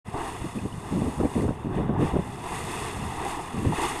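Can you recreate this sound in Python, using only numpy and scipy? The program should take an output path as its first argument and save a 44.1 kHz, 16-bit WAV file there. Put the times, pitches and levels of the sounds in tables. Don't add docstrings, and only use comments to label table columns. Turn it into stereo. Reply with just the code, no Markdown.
import sys
import numpy as np
from scipy import signal
from scipy.fft import rfft, irfft
from scipy.io import wavfile

SR = 44100
rng = np.random.default_rng(int(sys.argv[2]) if len(sys.argv) > 2 else 0)


def dump_mix(stems):
    frames = np.atleast_2d(stems).T
    limited = np.clip(frames, -1, 1)
    pcm = np.round(limited * 32767).astype(np.int16)
    wavfile.write(sys.argv[1], SR, pcm)


N = 176400
T, HZ = np.arange(N) / SR, np.fft.rfftfreq(N, 1 / SR)

# (start [s], hold [s], slosh [dB], splash [dB], spray [dB])
POOL_SURGES = [(0.134, 0.089, -32, -48, -49), (0.38, 0.13, -48, -54, -58), (0.822, 0.25, -45, -49, -52.5),
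               (1.28, 0.039, -52, -49, -51.5), (1.707, 0.0094, -36.5, -44, -56.5),
               (1.971, 0.049, -34, -40, -48), (2.42, 0.065, -42, -41, -45.5),
               (2.493, 0.098, -40, -42.5, -43.5), (2.646, 0.18, -39, -39.5, -42.5),
               (3.168, 0.097, -32, -41, -57), (3.224, 0.036, -57, -62, -42.5),
               (3.707, 0.048, -53, -36, -42), (3.773, 0.059, -29.5, -34.5, -39)]
# (time [s], slosh [dB], splash [dB], spray [dB])
POOL_SIMMER = [(.08, -44, -49.5, -55), (.3, -43.5, -43, -47.5), (.71, -44, -53, -52.5),
               (1.42, -38, -50, -49), (1.56, -43.5, -53, -59), (1.96, -35, -50.5, -65),
               (2.25, -42, -48, -52), (3.05, -36.5, -43, -45.5), (3.52, -40, -44.5, -49),
               (4, -36, -39.5, -42)]
# (start [s], length [s], level [dB])
PLOPS = [(2.44, 0.031, -35), (2.51, 0.023, -34.5), (3.34, 0.033, -37), (3.391, 0.0085, -29.5),
         (3.721, 0.012, -28), (3.786, 0.0042, -28)]
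# (time [s], level [dB], pitch [Hz])
WATER_DROPS = [(.587, -33, 2550), (0.725, -40, 2940), (1.351, -34, 2000), (1.408, -35.5, 1970)]
# (time [s], level [dB])
ROCK_TICKS = [(1.421, -35), (3.25, -30.5), (3.301, -41)]
# (frequency [Hz], gain [dB])
SLOSH_EQ_DB = [(60, 9), (180, -8.5), (380, 5.5), (600, 2.5), (780, 1.5), (1150, -2.5), (1400, -11.5),
               (1800, -8), (3000, -50)]
SPLASH_EQ_DB = [(700, -2), (1200, 8), (1550, -7), (1950, 3), (2700, -2.5), (3550, -5), (4200, -20.5),
                (6000, -19), (10000, -75)]
SPRAY_EQ_DB = [(2500, 0.5), (4300, -1.5), (5200, -3), (5750, -5.5), (6600, 1), (7500, -2.5), (8500, 3.5),
               (10500, -4.5), (12500, -13.5), (14000, -23), (15000, -49)]
# (frequency [Hz], gain [ratio])
GROUND_GAIN = [(200, 0.058), (580, 0.87), (1450, 0.2), (2300, 0.49), (3200, 0.54), (4500, 0.23),
               (7000, 0.017)]
# (frequency [Hz], coherence [0-1])
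WATER_COHERENCE = [(100, .85), (800, .97), (1250, .95), (2000, .76), (3400, .78), (5000, .42), (9000, .35),
                   (14000, .3)]
# (frequency [Hz], left minus right [dB])
WATER_BALANCE_DB = [(1200, 0), (1520, -6.5), (1900, 4.5), (2700, 4), (3300, 1), (3800, -4.5), (4600, 4),
                    (6000, 3.5), (8500, 10), (14000, 11.5)]
# (frequency [Hz], left lead [rad])
WATER_LEAD_RAD = [(1300, -.1), (1640, .9), (2100, .3), (3700, 0), (4300, 1.8), (5250, .7), (6400, 1.8),
                  (9000, 1.3)]
# (start [s], length [s], level [dB])
EDDIES = [(0.067, 0.023, -33.5), (0.142, 0.0058, -26.5), (0.408, 0.015, -30.5), (0.441, 0.025, -29),
          (0.547, 0.046, -29.5), (0.613, 0.029, -31.5), (0.651, 0.013, -24.5), (0.719, 0.059, -35.5),
          (0.91, 0.078, -27), (0.947, 0.056, -27.5), (1.016, 0.0095, -21), (1.029, 0.07, -26.5),
          (1.176, 0.065, -26.5), (1.2, 0.012, -19.5), (1.232, 0.01, -19), (1.245, 0.014, -17.5),
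          (1.351, 0.051, -22), (1.412, 0.053, -24), (1.478, 0.015, -19.5), (1.504, 0.0095, -24),
          (1.643, 0.031, -27), (1.681, 0.39, -28), (1.77, 0.04, -24), (1.89, 0.0086, -21),
          (1.987, 0.046, -22), (2.135, 0.013, -25), (2.154, 0.013, -18), (2.185, 0.011, -19.5),
          (2.961, 0.12, -34), (3.533, 0.1, -30), (3.647, 0.011, -21.5), (3.661, 0.027, -25.5),
          (3.685, 0.051, -26)]
# (start [s], peak [dB], pitch [Hz])
LARGE_EDDIES = [(1.454, -19, 106), (2.119, -20.5, 64), (3.661, -15, 111)]
# (time [s], level [dB])
BREEZE_DB = [(0, -44), (.8, -40), (1.1, -35), (1.58, -39), (2.1, -33), (2.4, -37.5), (3.2, -39),
             (3.45, -43), (3.7, -38), (4, -42)]
# (frequency [Hz], gain [dB])
BREEZE_EQ_DB = [(10, -14), (25, -19.5), (70, 1.5), (130, 4.5), (250, -2), (450, -13.5), (900, -14),
                (3000, -54)]
# (frequency [Hz], coherence [0-1])
BREEZE_COHERENCE = [(40, 0.83), (110, 0.89), (200, 0.51), (400, 0.093), (800, 1)]


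def slosh():
    grains = [bubbles(251, 1626, per_s=900, decay_cycles=4.45) for _ in range(2)]
    gurgle = water(grains, wash_db=5.5, eq_db=SLOSH_EQ_DB)
    return gurgle * surges(layer=0, lag_s=0.0011, rise_s=0.0083, fall_db_per_s=85)


def splash(balance_db=-1.1):
    grains = [bubbles(1209, 4520, per_s=1200, decay_cycles=5.4) for _ in range(2)]
    shower = water(grains, wash_db=8.5, eq_db=SPLASH_EQ_DB)
    pan = amp([[balance_db / 2], [-balance_db / 2]])
    return shower * surges(layer=1, lag_s=0.003, rise_s=0.056, fall_db_per_s=129) * pan


def spray(wash_db=6, ticks_per_s=70, tick_over_wash_db=9, flutter_db=0.84):
    grains = [bubbles(3950, 14840, per_s=4000, decay_cycles=4.8, spread_db=3.5) for _ in range(2)]
    ticks = amp(wash_db + tick_over_wash_db + size_scatter()) * np.sign(rng.standard_normal(N))
    grains[0] += ticks * (rng.random(N) < ticks_per_s / SR)
    fizz = water(grains, wash_db, SPRAY_EQ_DB) * amp(flutter_db * waver(corner_hz=68.6))
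    return fizz * surges(layer=2, lag_s=0.0028, rise_s=0.056, fall_db_per_s=150)


def plops(rise_s=0.003, decay_s=0.013):
    grains = [bubbles(660, 1050, per_s=2300, decay_cycles=4.6) for _ in range(2)]
    envelope = np.zeros(N)
    for start_s, length_s, db in PLOPS:
        t = T - start_s
        envelope += amp(db) * np.clip(t / rise_s, 0, 1) * np.exp(-np.maximum(t - length_s, 0) / decay_s)
    return water(grains, wash_db=5, eq_db=SLOSH_EQ_DB) * envelope


def surges(layer, lag_s, rise_s, fall_db_per_s):
    power = amp(by_time(POOL_SIMMER)[layer]) ** 2
    for start_s, hold_s, *levels_db in POOL_SURGES:
        t = T - start_s - lag_s
        fall_db = fall_db_per_s * np.maximum(t - rise_s - hold_s, 0)
        power += (np.clip(t / rise_s, 0, 1) * amp(levels_db[layer] - fall_db)) ** 2
    return np.sqrt(power)


def bubbles(low_hz, high_hz, per_s, decay_cycles, spread_db=0, glide=0.011, pitches=40):
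    out = np.zeros(N)
    for hz in np.linspace(low_hz, high_hz, pitches):
        hz *= rng.uniform(.98, 1.02)
        age = np.arange(0, 5, hz / (decay_cycles * SR))
        envelope = np.exp(-age) * (1 - np.exp(-8 * age))
        ring = envelope * np.sin(2 * np.pi * decay_cycles * age * (1 + glide * age))
        onsets = rng.random(N) < per_s / pitches / SR
        kicks = onsets * amp(spread_db * size_scatter())
        out += signal.oaconvolve(kicks, ring / np.linalg.norm(ring))[:N]
    return unit_rms(out)


def water(grains, wash_db, eq_db, echo_s=0.0011656, echo_rad=1):
    source = np.array(grains) + amp(wash_db) * rng.standard_normal((2, N))
    ground = 1 + by_hz(GROUND_GAIN) * np.exp(1j * (echo_rad - 2 * np.pi * HZ * echo_s))
    left = amp(by_hz(WATER_BALANCE_DB) / 2) * np.exp(.5j * by_hz(WATER_LEAD_RAD))
    spectra = stereo(rfft(source), WATER_COHERENCE) * amp(by_hz(eq_db))
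    heard = irfft(spectra * ground * np.array([left, 1 / left]), N)
    return heard / heard.mean(0).std()


def drops(ring_s=0.0018, tick_s=0.0011):
    out, t = np.zeros(N), T[:SR // 20]
    for start_s, db, hz in WATER_DROPS:
        add(out, start_s, amp(db) * t / ring_s * np.exp(1 - t / ring_s) * np.sin(2 * np.pi * hz * t))
    for start_s, db in ROCK_TICKS:
        spatter = unit_rms(irfft(rfft(rng.standard_normal(N)) * amp(by_hz(SPRAY_EQ_DB)), N))
        add(out, start_s, amp(db) * np.exp(-t / tick_s) * spatter[:len(t)])
    return out * amp([[0], [-5]])


def buffets(ref_rise_s=0.0029, ref_length_s=0.053, decay_s=0.006, skew=0.12):
    out, t = np.zeros((2, N)), T[:SR // 2]
    for start_s, length_s, db in EDDIES:
        swirl = eddy(db, len(t))
        rise_s = ref_rise_s * (length_s / ref_length_s) ** .5
        envelope = (1 - np.exp(-t / rise_s)) * np.exp(-np.maximum(t - length_s, 0) / decay_s)
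        burst = (swirl + skew * (swirl ** 2 - 1)) * envelope
        burst *= np.linalg.norm(envelope) / np.linalg.norm(burst, axis=1, keepdims=True)
        add(out, start_s, amp(db) * burst)
    return out * amp([[.4], [-.4]])


def eddy(db, samples, ref_hz=315, ref_db=-24, db_per_octave=11, coherence=0.93):
    hz = np.fft.rfftfreq(samples, 1 / SR)
    edge_hz = ref_hz * 2 ** ((db - ref_db) / db_per_octave)
    low_cut = hz / np.hypot(hz, 104) * hz / np.hypot(hz, 35.7)
    high_cut = 1 / np.hypot(1, (hz / edge_hz) ** 2.8)
    right, unrelated = rfft(rng.standard_normal((2, samples))) * low_cut * high_cut
    lag_s = rng.normal(.0002, .00025)
    left = coherence * right * np.exp(-2j * np.pi * hz * lag_s) + np.sqrt(1 - coherence ** 2) * unrelated
    return unit_rms(irfft(np.array([left, right]), samples))


def thumps(cycles=2.6):
    out = np.zeros(N)
    for start_s, db, hz in LARGE_EDDIES:
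        turns = np.arange(0, cycles, hz / SR)
        add(out, start_s, amp(db) * np.hanning(len(turns)) * np.sin(2 * np.pi * (turns + rng.random())))
    return out


def breeze():
    spectra = stereo(rfft(rng.standard_normal((2, N))), BREEZE_COHERENCE)
    rumble = irfft(spectra * amp(by_hz(BREEZE_EQ_DB)), N)
    return unit_rms(rumble) * amp(by_time(BREEZE_DB)[0])


def amp(db):
    return 10 ** (np.asarray(db) / 20)


def unit_rms(x):
    return x / np.sqrt(np.mean(x ** 2) + 1e-20)


def by_hz(rows):
    hz, values = np.transpose(rows)
    return np.interp(np.log(HZ + 1), np.log(hz + 1), values)


def by_time(rows):
    times_s, *columns = np.transpose(rows)
    return [np.interp(T, times_s, column) for column in columns]


def add(mix, start_s, sound):
    part = mix[..., max(round(start_s * SR), 0):][..., :sound.shape[-1]]
    part += sound[..., :part.shape[-1]]


def size_scatter():
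    return np.minimum(-np.log(1 - rng.random(N)), 4)


def waver(corner_hz):
    return unit_rms(irfft(rfft(rng.standard_normal(N)) * (HZ > 4) / (1 + (HZ / corner_hz) ** 2), N))


def stereo(spectra, coherence_rows):
    coherence = np.clip(by_hz(coherence_rows), 0, 1)
    mid = spectra[0] * np.sqrt((1 + coherence) / 2)
    side = spectra[1] * np.sqrt((1 - coherence) / 2)
    return np.array([mid + side, mid - side])


def scene():
    return slosh() + plops() + splash() + spray() + drops() + buffets() + thumps() + breeze()


def record(dry):
    fade_span_s, cutoff_hz = (.045, .07), 14900
    faded = dry * np.interp(T, fade_span_s, [0, 1])
    low_pass = signal.firwin(511, cutoff_hz, window=("kaiser", 9), fs=SR)
    return signal.oaconvolve(faded, low_pass[None], "same")


dry = scene()
out = record(dry)
dump_mix(out)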